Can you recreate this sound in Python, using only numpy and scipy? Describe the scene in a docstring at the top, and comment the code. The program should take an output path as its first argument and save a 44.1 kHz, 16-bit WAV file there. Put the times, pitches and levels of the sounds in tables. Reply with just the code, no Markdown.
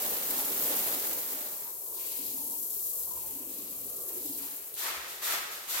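"""Hard, sputtering spray hisses, splashes and drums on a wet rug: a hose lance, which then swings away.
A watering can showers fine ticking drops while the soaked pile drums, bubbles and glugs; boots rumble.
Last, a stiff brush is pushed three times and drawn lightly back; thuds and a faint hum lie beneath.
Coloured noise and random impacts make spray, drumming and bristles; decaying sines make the drops,
glugs, plinks and thuds. Decaying noise gives the workshop's echoes."""
import sys
import numpy as np
from scipy import signal
from scipy.fft import rfft, irfft
from scipy.io import wavfile

SR = 44100
rng = np.random.default_rng(int(sys.argv[2]) if len(sys.argv) > 2 else 0)


def transcribe(signal):
    """Save signal, clipped to [-1, 1], as a 16-bit WAV file at the path in sys.argv[1]."""
    frames = np.atleast_2d(signal).T
    limited = np.clip(frames, -1, 1)
    pcm = np.round(limited * 32767).astype(np.int16)
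    wavfile.write(sys.argv[1], SR, pcm)


N = 255780
TIME, FREQ = np.arange(N) / SR, np.maximum(np.fft.rfftfreq(N, 1 / SR), 1)
MIC_GAP_M, SOUND_M_PER_S, CUTOFF_HZ = .15, 343, 15900

# Jet force on the rug, as splash drive: (time [s], level before SPLASH_GAIN_DB [dB])
JET_FORCE = [(0.0, -45), (0.36, -48), (0.778, -46.5), (0.922, -47.5), (1.432, -51), (1.684, -59.5),
             (1.85, -70)]
# Jet hits more squarely: (time [s], hold [s], rise [dB])
JET_SURGES = [(0.303, 0.089, 2.5), (0.55, 0.32, 2.5), (1.014, 0.047, 1.4)]
# Spectrum of the hissing mist: (frequency [Hz], relative density [dB per Hz])
MIST_COLOUR = [(5000, -10), (6500, -6), (7900, -3.5), (9200, -5.5), (10500, -0.5), (12000, 3), (13200, 6.5),
               (14500, 4), (15900, 0.5)]
# Spectrum of the jet's splash: (frequency [Hz], relative density [dB per Hz])
SPLASH_COLOUR = [(470, -58), (800, -12), (1190, -4), (1900, -3.5), (2540, -5), (4240, -3), (5340, -8.5),
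                 (8000, -7.5), (10400, -6.5), (17600, -120)]
# Spectrum of the jet's drumming: (frequency [Hz], relative density [dB per Hz])
DRUM_COLOUR = [(60, -10), (95, -12.5), (125, -6), (200, -3), (270, 2.5), (420, 5), (560, 0), (680, -12.5),
               (800, 1), (1000, -11.5)]
# Hall resonances excited by the drumming: (frequency [Hz], width [Hz], lift [dB])
HALL_MODES = [(167.4, 13, 5.5), (220, 6.7, 8), (238, 13, 3), (274.3, 13.4, 9), (484.5, 11, 7),
              (597.5, 4.3, 21)]
# Heavy slugs of water: (time [s], pitch [Hz], level [dB])
WATER_SLUGS = [(0.01, 589.5, -43.5), (0.112, 470, -46), (0.209, 630, -46.5), (.31, 457.6, -44),
               (.36, 396, -51), (.385, 820, -46), (0.506, 420, -44.5), (.645, 421.4, -45.5), (.7, 461, -41),
               (.765, 328, -52), (.82, 760, -47), (.875, 605.5, -45), (.93, 580, -48), (.955, 780, -57),
               (1.039, 383, -48), (1.105, 332, -48.5), (1.17, 454, -49)]
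JET_REF_DB, SPLASH_GAIN_DB = -47, 4
MIST_DB, MIST_FOLLOWS = -32, 0.71  # level at JET_REF_DB; share of the jet's swing in dB
DRUM_DB, DRUM_FOLLOWS = -48.5, 1.36
SURGE_ATTACK_S, SURGE_FALL_DB_PER_S = 0.066, 139
SCOOP_HZ, SCOOP_WIDTH_HZ, SCOOP_DEPTH = 2850, 1300, 0.41  # depth 0-1, reached as the jet fades
CHURN_HZ, CHURN_WIDTH_HZ, CHURN_DB = 760, 870, -50
SLUG_ATTACK_S, SLUG_HOLD_S, SLUG_FALL_DB_PER_S, SLUG_WIDTH_HZ = 0.0066, 0.0045, 282, 300

# Flow from the watering can: (time [s], level before the layer gains [dB])
SHOWER_FLOW = [(1.45, -41), (1.66, -45.5), (1.91, -40), (2.12, -37.5), (2.51, -38), (2.93, -36.5),
               (3.3, -39.5), (3.48, -42), (3.8, -41), (4.13, -38.5), (4.3, -38), (4.47, -39.5),
               (4.8, -47.5)]
# Spectrum of drops on wet pile: (frequency [Hz], relative density [dB per Hz])
PATTER_COLOUR = [(6000, -11.5), (7000, -8.5), (7900, -5.5), (8900, -7), (10200, -2.5), (11500, 0),
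                 (13000, 3.5), (14400, 0), (15900, -2.5)]
# Spectrum of drops on foam: (frequency [Hz], relative density [dB per Hz])
SPATTER_COLOUR = [(2700, -13.5), (4200, -1), (5500, -5), (7000, -4.5)]
# Spectrum of drops in puddles: (frequency [Hz], relative density [dB per Hz])
PUDDLE_COLOUR = [(1350, -9.5), (1700, -6.5), (2400, 0), (3200, -1.5)]
# Shower crosses foam: (time [s], hold [s], level [dB])
FOAM_PATCHES = [(1.94, 0.17, -49), (3.48, 0.039, -56), (4.1, 0.18, -53.5), (4.3, 0.022, -55)]
# Shower meets standing water: (time [s], hold [s], level [dB])
PUDDLES = [(1.985, 0.14, -55.5), (3.15, 0.59, -63.5), (4.1, 0.05, -63), (4.375, 0.043, -57.5),
           (4.52, 0.14, -65.5)]
# Last water near the rug's edge: (time [s], hold [s], level [dB])
EDGE_SPLASHES = [(4.05, 0.067, -62), (4.38, 0.1, -58.5), (4.55, 0.15, -65)]
# Resonance of the edge splash: (frequency [Hz], width [Hz])
EDGE_RESONANCE = (1470, 1700)
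# Single fat drops: (time [s], pitch [Hz], envelope peak [dB])
FAT_DROPS = [(1.637, 6360, -34), (1.68, 12500, -27), (1.976, 7500, -36), (2.254, 8550, -24),
             (2.269, 12500, -25), (2.384, 4200, -37), (2.483, 8000, -27), (2.499, 11900, -21),
             (2.776, 13500, -25), (2.878, 13000, -28), (2.891, 11000, -29), (3.529, 7700, -33),
             (3.622, 8200, -25), (3.816, 12500, -23), (4.011, 8100, -34), (4.14, 13000, -25),
             (4.247, 12500, -25)]
PATTER_GAIN_DB, SPATTER_GAIN_DB, PUDDLE_GAIN_DB = 3.0, -19.5, -40  # steady parts, over the flow
FOAM_ATTACK_S, FOAM_FALL_DB_PER_S = 0.17, 59
PUDDLE_ATTACK_S, PUDDLE_FALL_DB_PER_S = 0.025, 51
DRIPS_PER_S, DRIP_LOW_HZ, DRIP_HIGH_HZ, DRIP_CYCLES, DRIP_GAIN_DB = 700, 2380, 6300, 1.85, -14.5
SNAP_PEAK_S, SNAP_LAG_SAMPLES = 0.0002, 8

# Can swings over drumming pile: (time [s], hold [s], deep level [dB], hollow level [dB])
CAN_SWINGS = [(2.13, 0.33, -56, -56.5), (3.258, 0.45, -56.5, -58.5), (4.14, 0.16, -52.5, -52.5)]
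# Water froths up: (time [s], hold [s], level [dB])
FROTHS = [(1.5, 0.17, -57), (1.85, 0.25, -61), (2.35, 0.1, -66), (3.05, 0.19, -59), (3.94, 0.11, -62),
          (4.42, 0.06, -58.5)]
# Bubbling wanders with the streams: (time [s], pitch before BUBBLING_RATIO [Hz])
BUBBLING_PITCH = [(1.55, 900), (1.87, 990), (2.43, 877), (2.9, 1110), (3.26, 880), (3.6, 1060),
                  (3.95, 1180), (4.21, 900), (4.75, 850)]
# Pockets dug in the water: (time [s], pitch [Hz], hold [s], level [dB])
WATER_POCKETS = [(1.857, 1037, 0.12, -66), (2.37, 902, 0.03, -54.5), (2.477, 913, 0.051, -58),
                 (3.094, 985, 0.061, -60), (3.232, 930, 0.06, -63)]
# Loudest glugs of the pouring: (time [s], pitch at the envelope top [Hz], envelope peak [dB])
POURING_GLUGS = [(2.185, 264, -49.5), (2.223, 276, -49), (2.334, 268, -49), (2.38, 265, -47),
                 (2.431, 265, -53), (2.469, 267, -59), (3.35, 284, -47), (3.397, 267, -49),
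                 (3.492, 318, -51), (3.578, 290, -46.5), (3.63, 205, -53), (3.682, 312, -52),
                 (3.709, 206, -57), (3.852, 414, -49), (3.971, 370, -51), (4.051, 361, -49),
                 (4.124, 374, -45), (4.161, 363, -43), (4.243, 290, -41), (4.291, 285, -42),
                 (4.349, 282, -46.5), (4.44, 285, -53), (4.52, 280, -55)]
DEEP_HZ, DEEP_WIDTH_HZ = 284, 120
HOLLOW_HZ, HOLLOW_WIDTH_HZ, HOLLOW_LOW_CUT_HZ = 400, 270, 331  # before the glide
BUBBLING_HZ, BUBBLING_WIDTH_HZ = 1000, 274  # before the glide
HOLLOW_DB, BUBBLING_DB = -68.5, -66  # steady parts
SWING_ATTACK_S, SWING_SAG_DB_PER_S, SWING_FALL_DB_PER_S = 0.15, 8.5, 81
HOLLOW_LEAD_S, HOLLOW_ATTACK_S = 0.33, 0.39  # hollow note builds up ahead of the deep one
FROTH_ATTACK_S, FROTH_FALL_DB_PER_S = 0.023, 79
BUBBLING_RATIO, HOLLOW_FOLLOWS = 1.03, .5  # exponent: hollow note's share of the glide
BUBBLING_FADE_S = 0.34  # thins out as the can empties
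POCKET_WIDTH_HZ, POCKET_ATTACK_S, POCKET_FALL_DB_PER_S = 130, 0.018, 117
GLUG_PEAK_S, GLUG_RISE_PER_S = 0.013, 0.45  # rise: share of pitch gained per second

# Brush pushes: (time [s], bristle hiss [dB], wet scrubbing [dB], time to full pressure [s],
# wait from the start of the push to the pull back [s])
BRUSH_STROKES = [(4.76, -34.5, -42.5, 0.11, 0.32), (5.212, -31.5, -35, 0.12, .295),
                 (5.673, -32.5, -40.5, 0.11, .29)]
# Spectrum of the bristles: (frequency [Hz], relative density [dB per Hz])
BRISTLE_COLOUR = [(3000, -6), (4000, -2.5), (5200, -6.5), (6500, -4), (8000, -4), (9400, -5), (11500, -2),
                  (13200, 2), (14500, -2), (15900, -7)]
# Spectrum of the scrubbing: (frequency [Hz], relative density [dB per Hz])
SCRUB_COLOUR = [(120, -24), (230, -15.5), (330, -12), (650, -1.5), (1250, 4), (1900, 3.5), (3000, -2),
                (5000, -4), (9000, -9.5)]
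# Ringing of the wooden brush head: (frequency [Hz], width [Hz], lift [dB])
HEAD_MODES = [(353, 41, 7), (1300, 22, 5.5), (1420, 31, 0), (1720, 25, 0), (1804, 25, 3.5), (1930, 21, 6),
              (2150, 27, 5.5), (2390, 30, 4), (2600, 45, 5), (3470, 70, 5), (5180, 60, 3)]
# First bristles snap as the brush is set down: (time [s], pitch [Hz], envelope peak [dB])
BRISTLE_TOUCHES = [(4.742, 10600, -19.5), (4.749, 8500, -34), (4.752, 12000, -27)]
HISS_ATTACK_S, HISS_HOLD_S, HISS_FALL_DB_PER_S = 0.033, 0.084, 113
RETURN_DB, RETURN_ATTACK_S, RETURN_HOLD_S, RETURN_FALL_DB_PER_S = -42, 0.01, 0.031, 89
SCRUB_EASE, SCRUB_HOLD_S, SCRUB_FALL_DB_PER_S = 0.47, 0.0098, 110
SLOSH_DB, SLOSH_FALL_DB_PER_S = -36.5, 34.5  # wet pile churns on after each push
LANDING_S, CONTACT_DB = 4.737, -46  # set down; from then on the bristles stay in the pile

# Boot shuffling: (time [s], weight [gain])
BOOT_TREAD = [(2.05, 0.21), (2.3, 0.75), (2.8, 0.4), (3.15, 0.85), (3.7, 0.62), (4.4, 0.79), (4.65, 0.15)]
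# Spectrum of the boots: (frequency [Hz], relative density [dB per Hz])
RUMBLE_COLOUR = [(35, -11), (60, 4.5), (85, -10), (110, 3.5), (150, -3.5), (200, 0), (240, -4)]
# Dull thuds on the floor: (time [s], level before the mode levels [dB])
FLOOR_THUDS = [(3.024, -54), (3.142, -49), (4.962, -53)]
# Floor resonances: (frequency [Hz], level [dB], 60 dB decay time [s])
FLOOR_MODES = [(64, 0, 0.24), (112, -7, 0.16)]
# Spectrum of the hall rumble: (frequency [Hz], relative density [dB per Hz])
HALL_COLOUR = [(25, -11), (45, -13), (65, -4), (85, -7.5), (130, -8), (230, -9), (300, -2), (410, 7.5),
               (700, 0), (1400, -11.5), (4000, -16)]
HUM_HZ, HUM_DB, HALL_DB = 60.5, -87, -58

# High treble leans left: (time [s], shade before the channel shares [dB])
TREBLE_SHADE = [(0, -1), (1.4, -1.3), (1.8, -6), (2.7, -6.5), (3.7, -5), (5.8, -4.5)]
# Band of the lean: (frequency [Hz], width [Hz])
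SHADE_BAND = (12100, 3900)


def lance():
    """The jet breaks into hissing mist and splashes; heavier lumps of water drum on the rug."""
    jet_db = in_time(JET_FORCE)
    force_db = jet_db - JET_REF_DB
    surge_db = sum(db * swell(s, SURGE_ATTACK_S, hold, SURGE_FALL_DB_PER_S) for s, hold, db in JET_SURGES)

    spitting = from_db(0.86 * spurts(per_s=140, decay_s=0.0081))
    mist = sounding(grains(5000, 2.9, 0), colour(MIST_COLOUR), flutter_db=0.54, flutter_hz=70)
    out = from_db(MIST_DB + MIST_FOLLOWS * force_db) * spitting * mist

    splash = sounding(grains(1800, 3.7, -3), colour(SPLASH_COLOUR), flutter_db=1.0, flutter_hz=49.8)
    scooped = irfft(rfft(splash) * resonance(SCOOP_HZ, SCOOP_WIDTH_HZ), N)
    away = np.clip(1 - from_db(force_db), 0, 1) ** .5
    # the fading splash turns hollow
    out += from_db(jet_db + SPLASH_GAIN_DB) * (splash - SCOOP_DEPTH * away * scooped)

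    # water churned up on the rug
    churn_response = resonance(CHURN_HZ, CHURN_WIDTH_HZ) ** 2
    churn = sounding(grains(400, 3.3, -3.5), churn_response, flutter_db=1.0, flutter_hz=12)
    out += from_db(CHURN_DB + force_db) * churn

    beating = wash() + from_db(-2.5) * impacts(per_s=500, spread_db=0.5)
    drum_response = colour(DRUM_COLOUR) * lifted(HALL_MODES)
    drum = sounding(beating, drum_response, flutter_db=1.5, flutter_hz=50)
    lumps = from_db(.8 * spurts(per_s=60, decay_s=.01))
    out += from_db(DRUM_DB + DRUM_FOLLOWS * force_db) * lumps * drum

    out *= during(JET_FORCE, fade_in=0.00021, fade_out=0.16)
    sputter_db = 0.48 * spurts(per_s=88, decay_s=0.0093)
    return out * from_db(surge_db + sputter_db)


def slugs():
    """Heavy slugs of water slap the rug: short bursts of one resonant noise, shifted in pitch."""
    response = resonance(HOLLOW_HZ, SLUG_WIDTH_HZ) ** 2
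    slap = signal.hilbert(sounding(wash(), response, flutter_db=0.5, flutter_hz=10))
    out = np.zeros((2, N))
    for s, hz, db in WATER_SLUGS:
        span = slice(max(int(s * SR), 0), int((s + .25) * SR))
        gain = from_db(db) * swell(s, SLUG_ATTACK_S, SLUG_HOLD_S, SLUG_FALL_DB_PER_S)[span]
        shift = np.exp(2j * np.pi * (hz - HOLLOW_HZ) * TIME[span])
        add(out, s, gain * np.real(slap[:, span] * shift))
    return out


def shower():
    """Fine drops tick on the wet pile in little bursts, spatter on foam, splash and plink in water."""
    flow = from_db(in_time(SHOWER_FLOW))
    spatter_base = flow * from_db(SPATTER_GAIN_DB)
    puddle_base = flow * from_db(PUDDLE_GAIN_DB)
    spatter_gain = swells(FOAM_PATCHES, FOAM_ATTACK_S, FOAM_FALL_DB_PER_S, spatter_base)
    puddle_gain = swells(PUDDLES, PUDDLE_ATTACK_S, PUDDLE_FALL_DB_PER_S, puddle_base)

    patter = sounding(grains(3500, 3.5, -5.5), colour(PATTER_COLOUR), flutter_db=0.88, flutter_hz=39.8)
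    spatter = sounding(grains(900, 1.1, -0.74), colour(SPATTER_COLOUR), flutter_db=1.75, flutter_hz=24.9)
    drips = plinks(DRIPS_PER_S, DRIP_LOW_HZ, DRIP_HIGH_HZ, DRIP_CYCLES, spread_db=7)
    puddle = sounding(grains(600, 2.2, -11.5), colour(PUDDLE_COLOUR), flutter_db=0.8, flutter_hz=25)

    out = flow * from_db(PATTER_GAIN_DB) * patter + spatter_gain * spatter
    out += from_db(DRIP_GAIN_DB) * together([spatter_gain, puddle_gain]) * drips
    out += puddle_gain * puddle
    bursts = from_db(0.3 * spurts(per_s=29, decay_s=0.046))
    return out * during(SHOWER_FLOW, fade_in=0.15, fade_out=0.018) * bursts


def edge_splashes():
    """Where the streams reach the rug's edge they splash lower and flatter."""
    gain = swells(EDGE_SPLASHES, PUDDLE_ATTACK_S, PUDDLE_FALL_DB_PER_S, 0)
    response = resonance(*EDGE_RESONANCE) ** 2
    return gain * sounding(grains(800, 2.2, -6), response, flutter_db=1.0, flutter_hz=30)


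def snaps(rows):
    """Very short, bright ticks, each reaching the two microphones with a small lag of its own."""
    out = np.zeros((2, N))
    for s, hz, db in rows:
        tick = from_db(db) * bubble(hz, SNAP_PEAK_S, rise_per_s=0)
        lag = rng.integers(-SNAP_LAG_SAMPLES, SNAP_LAG_SAMPLES + 1)
        add(out[0], s, tick)
        add(out[1], s + lag / SR, tick)
    return out


def drumming():
    """The streams beat the soaked pile; the resonance that speaks changes as they wander over it."""
    deep_rows = [(s, hold, db) for s, hold, db, _ in CAN_SWINGS]
    hollow_rows = [(s - HOLLOW_LEAD_S, hold, db) for s, hold, _, db in CAN_SWINGS]
    deep_gain = swells(deep_rows, SWING_ATTACK_S, SWING_FALL_DB_PER_S, 0, SWING_SAG_DB_PER_S)
    hollow_gain = swells(hollow_rows, HOLLOW_ATTACK_S, SWING_FALL_DB_PER_S, from_db(HOLLOW_DB),
                         SWING_SAG_DB_PER_S)
    bubbling_gain = swells(FROTHS, FROTH_ATTACK_S, FROTH_FALL_DB_PER_S, from_db(BUBBLING_DB))

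    deep_response = resonance(DEEP_HZ, DEEP_WIDTH_HZ) ** 2 * lifted(HALL_MODES)
    deep = sounding(wash(), deep_response, flutter_db=0.5, flutter_hz=22)
    low_cut = np.minimum(FREQ / HOLLOW_LOW_CUT_HZ, 1) ** 6
    hollow_response = resonance(HOLLOW_HZ, HOLLOW_WIDTH_HZ) ** 2 * low_cut
    hollow = sounding(wash(), hollow_response, flutter_db=0.5, flutter_hz=35)
    bubbling_response = resonance(BUBBLING_HZ, BUBBLING_WIDTH_HZ) ** 2
    bubbling = sounding(grains(500, 3.5, -3), bubbling_response, flutter_db=1.5, flutter_hz=30)

    bubbling_hz = BUBBLING_RATIO * in_time(BUBBLING_PITCH)
    hollow_hz = HOLLOW_HZ * (bubbling_hz / BUBBLING_HZ) ** HOLLOW_FOLLOWS
    drum = deep_gain * deep + hollow_gain * gliding(hollow, HOLLOW_HZ, hollow_hz)
    drum *= during(SHOWER_FLOW, fade_in=0.16, fade_out=0.65)
    bubbling_gain *= during(SHOWER_FLOW, fade_in=0.17, fade_out=BUBBLING_FADE_S)
    return drum + bubbling_gain * gliding(bubbling, BUBBLING_HZ, bubbling_hz)


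def pockets():
    """Small air pockets under the streams ring with a narrow, hollow note."""
    response = resonance(BUBBLING_HZ, POCKET_WIDTH_HZ) ** 2
    note = signal.hilbert(sounding(wash(likeness=0.98), response, flutter_db=3.5, flutter_hz=30))
    out = np.zeros((2, N))
    for s, hz, hold, db in WATER_POCKETS:
        gain = from_db(db) * swell(s, POCKET_ATTACK_S, hold, POCKET_FALL_DB_PER_S)
        out += gain * np.real(note * np.exp(2j * np.pi * (hz - BUBBLING_HZ) * TIME))
    return out


def glugs():
    """Large air pockets gulp one by one as the water pours."""
    out = np.zeros((2, N))
    for s, hz, db in POURING_GLUGS:
        add(out, s, from_db(db) * bubble(hz, GLUG_PEAK_S, GLUG_RISE_PER_S))
    return out + from_db(-10.0) * echoes(out, t60_s=0.54, dull_hz=2000)


def brush():
    """Bristles flick through the wet pile; as the push bears down, tufts catch, twang and ring the head."""
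    hiss_gains = [from_db(CONTACT_DB) * (TIME > LANDING_S)]
    scrub_gains = []
    for s, hiss_db, scrub_db, attack_s, wait_s in BRUSH_STROKES:
        push = swell(s, HISS_ATTACK_S, HISS_HOLD_S, HISS_FALL_DB_PER_S, ease=0.83)
        pull = swell(s + wait_s, RETURN_ATTACK_S, RETURN_HOLD_S, RETURN_FALL_DB_PER_S)
        press = swell(s, attack_s, SCRUB_HOLD_S, SCRUB_FALL_DB_PER_S, ease=SCRUB_EASE)
        slosh = swell(s, attack_s, 0, SLOSH_FALL_DB_PER_S, ease=1.6)
        hiss_gains += [from_db(hiss_db) * push, from_db(RETURN_DB) * pull]
        scrub_gains += [from_db(scrub_db) * press, from_db(SLOSH_DB) * slosh]

    flicks = sounding(grains(7000, 2.6, -4), colour(BRISTLE_COLOUR), flutter_db=0.0, flutter_hz=80.8)
    rasp_response = colour(SCRUB_COLOUR) * lifted(HEAD_MODES)
    rasp = sounding(grains(1500, 2.6, -4), rasp_response, flutter_db=0.36, flutter_hz=70)
    twangs = from_db(-12.5) * plinks(per_s=450, low_hz=1092, high_hz=4930, cycles=7.7, spread_db=9)
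    catching = from_db(0.3 * spurts(per_s=180, decay_s=0.0047))
    return together(hiss_gains) * flicks + together(scrub_gains) * catching * (rasp + twangs)


def treading():
    """Rubber boots shuffle about under the shower with a soft rumble."""
    rumble = sounding(wash(likeness=0.68), colour(RUMBLE_COLOUR), flutter_db=2.5, flutter_hz=4.5)
    return in_time(BOOT_TREAD) * from_db(-63.0) * rumble


def thuds(rise_s):
    """Soft, heavy contacts with the floor boom briefly as decaying sines."""
    out = np.zeros(N)
    age = TIME[:SR]
    for s, db in FLOOR_THUDS:
        for hz, mode_db, t60_s in FLOOR_MODES:
            envelope = from_db(db + mode_db - 60 * age / t60_s) * (1 - np.exp(-age / rise_s))
            add(out, s, envelope * np.sin(2 * np.pi * hz * age))
    return out


def hall():
    """Low workshop rumble and a machine hum wavering in level and phase."""
    hum_gain = from_db(HUM_DB + 2.4 * drift(1.4)) * np.sqrt(2)
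    hum = hum_gain * np.sin(2 * np.pi * HUM_HZ * TIME + .5 * drift(3.4))
    rumble = sounding(wash(likeness=0.93), colour(HALL_COLOUR), flutter_db=0.1, flutter_hz=4.2)
    return hum + from_db(HALL_DB) * rumble


def echoes(x, t60_s, dull_hz):
    """The dying, slightly dull tail of the workshop."""
    age = TIME[:SR]
    tail = rng.standard_normal((2, SR)) * from_db(-60 * age / t60_s) * (age > .008)
    tail /= np.sqrt(np.sum(tail ** 2, axis=1, keepdims=True))
    wet = signal.fftconvolve(x, tail, axes=1)[:, :N]
    low_pass = signal.butter(1, min(dull_hz, .45 * SR), fs=SR, output="sos")
    return signal.sosfilt(low_pass, wet)


def impacts(per_s, spread_db):
    """Random impacts of uneven size; each reaches the two microphones with a lag of its own."""
    at = np.flatnonzero(rng.random(N) < per_s / SR)
    size_db = spread_db * np.minimum(rng.exponential(1, len(at)), 5)
    size = from_db(size_db) * rng.choice([-1, 1], len(at))
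    lag_s = rng.uniform(-1, 1, len(at)) * MIC_GAP_M / SOUND_M_PER_S
    lag = np.round(lag_s * SR).astype(int)
    out = np.zeros((2, N))
    out[0, at], out[1, (at + lag) % N] = size, size
    return rms_one(out)


def wash(likeness=1.0):
    """Noise for countless impacts blurred by the hall: a diffuse field, most alike in the bass."""
    alike = np.clip(likeness, 0, 1) * np.sinc(2 * FREQ * MIC_GAP_M / SOUND_M_PER_S)
    mid, side = rfft(rng.standard_normal((2, N)))
    return irfft(np.sqrt(1 + alike) * mid + np.sqrt(1 - alike) * side * [[1], [-1]], N)


def grains(per_s, spread_db, direct_db):
    """Direct impacts over a wash."""
    return impacts(per_s, spread_db) * from_db(direct_db) + wash()


def sounding(excitation, response, flutter_db, flutter_hz):
    """An excitation through a response, at unit power, then with a fluttering level."""
    return rms_one(irfft(rfft(excitation) * response, N)) * from_db(flutter_db * drift(flutter_hz))


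def spurts(per_s, decay_s):
    """Lumps of water or tufts of bristle: each starts at once and dies away; spread 1."""
    kicks = rng.random(N) < per_s / SR
    lumps = signal.lfilter([1], [1, -np.exp(-1 / (decay_s * SR))], kicks + 1e-18)
    return rms_one(lumps - lumps.mean())


def bubble(hz, peak_s, rise_per_s):
    """One bubble: it swells, rings out and climbs in pitch at the given rate; envelope top 1."""
    age = TIME[:int(9 * peak_s * SR)]
    envelope = (age / peak_s * np.exp(1 - age / peak_s)) ** 2
    cycles = hz * age * (1 + rise_per_s * (age / 2 - peak_s))  # pitch is hz at peak_s
    return envelope * np.sin(2 * np.pi * (cycles + rng.random()))


def plinks(per_s, low_hz, high_hz, cycles, spread_db):
    """Short rings at random times and pitches, each of its own size and side; unit power."""
    out = np.zeros((2, N))
    for when, pitch, size, side in rng.random((int(per_s * N / SR), 4)):
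        hz = low_hz * (high_hz / low_hz) ** pitch
        pan = np.array([[np.cos(np.pi * side)], [np.sin(np.pi * side)]])
        ring = bubble(hz, cycles / hz, rise_per_s=2.7)
        add(out, when * N / SR, from_db(spread_db * size ** 2) * pan * ring)
    return rms_one(out)


def colour(points):
    """A short spectrum as a gain per frequency, falling steeply beyond its ends."""
    hz, db = np.transpose(points)
    skirts = np.minimum(FREQ / hz[0], 1) ** 4 * np.minimum(hz[-1] / FREQ, 1) ** 4
    return from_db(np.interp(np.log(FREQ), np.log(hz), db)) * skirts


def resonance(hz, width_hz):
    """Response of one damped mode, 1 at its top."""
    return 1 / (1 + 1j * (FREQ ** 2 - hz ** 2) / (FREQ * width_hz))


def lifted(modes):
    """A flat response raised at each mode."""
    return 1 + sum((from_db(db) - 1) * resonance(hz, width_hz) for hz, width_hz, db in modes)


def gliding(x, centre_hz, pitch_hz):
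    """Carry a narrow resonance from its centre along a moving pitch."""
    turn = np.exp(2j * np.pi * np.cumsum(pitch_hz - centre_hz) / SR)
    return np.real(signal.hilbert(x) * turn)


def swell(start_s, attack_s, hold_s, fall_db_per_s, ease=0.32, sag_db_per_s=0):
    """Builds up (the larger the ease, the softer its start), holds or sags, then dies away; top 1."""
    past_top_s = np.maximum(TIME - start_s - attack_s, 0)
    sag_db = sag_db_per_s * np.minimum(past_top_s, hold_s)
    fall_db = fall_db_per_s * np.maximum(past_top_s - hold_s, 0)
    return np.clip((TIME - start_s) / attack_s, 0, 1) ** ease * from_db(-sag_db - fall_db)


def swells(rows, attack_s, fall_db_per_s, steady, sag_db_per_s=0):
    """One swell for each (time [s], hold [s], level [dB]) row, over a steady or given gain."""
    parts = [steady]
    for s, hold_s, db in rows:
        parts.append(from_db(db) * swell(s, attack_s, hold_s, fall_db_per_s, sag_db_per_s=sag_db_per_s))
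    return together(parts)


def together(parts):
    """Gains of unrelated noises add in power."""
    return np.sqrt(sum(part ** 2 for part in parts))


def in_time(rows):
    """A short curve at every sample."""
    return np.interp(TIME, *np.transpose(rows))


def during(rows, fade_in, fade_out):
    """1 over the span of a curve, faded at both ends [s]."""
    opening = np.clip((TIME - rows[0][0]) / fade_in, 0, 1)
    return opening * np.clip((rows[-1][0] - TIME) / fade_out, 0, 1)


def drift(rate_hz):
    """Slow random wander of spread 1, drawn every millisecond."""
    ticks_s = np.arange(0, N / SR + .002, .001)
    hz = np.fft.rfftfreq(len(ticks_s), ticks_s[1])
    slow = irfft(rfft(rng.standard_normal(len(ticks_s))) / (1 + (hz / rate_hz) ** 2), len(ticks_s))
    return np.interp(TIME, ticks_s, rms_one(slow - slow.mean()))


def add(out, s, sound):
    """Mix a short sound in at a time."""
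    at = max(int(s * SR), 0)
    out[..., at:at + sound.shape[-1]] += sound[..., :N - at]


def from_db(db):
    """Decibels to gain."""
    return 10 ** (np.asarray(db) / 20)


def rms_one(x):
    """Scale to unit power."""
    return x / np.sqrt(np.mean(x ** 2) + 1e-20)


def scene():
    """Lance, watering can and brush in the echoing workshop; low sounds skip the shared echo."""
    work = lance() + slugs() + shower() + edge_splashes()
    work += snaps(FAT_DROPS) + snaps(BRISTLE_TOUCHES) + brush()
    low = drumming() + pockets() + glugs() + treading() + thuds(rise_s=0.0094) + hall()
    return work + from_db(-13.5) * echoes(work, t60_s=0.57, dull_hz=5030) + low


def record(dry):
    """The two microphones differ in the high treble; the top is cut steeply."""
    top = irfft(rfft(dry) * resonance(*SHADE_BAND), N)
    channel_db = in_time(TREBLE_SHADE) * np.array([[-.38], [.7]])  # left raised, right cut
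    heard = dry + top * (from_db(channel_db) - 1)
    low_pass = signal.ellip(14, .1, 80, CUTOFF_HZ, fs=SR, output="sos")
    return signal.sosfilt(low_pass, heard)


dry = scene()
out = record(dry)
transcribe(out)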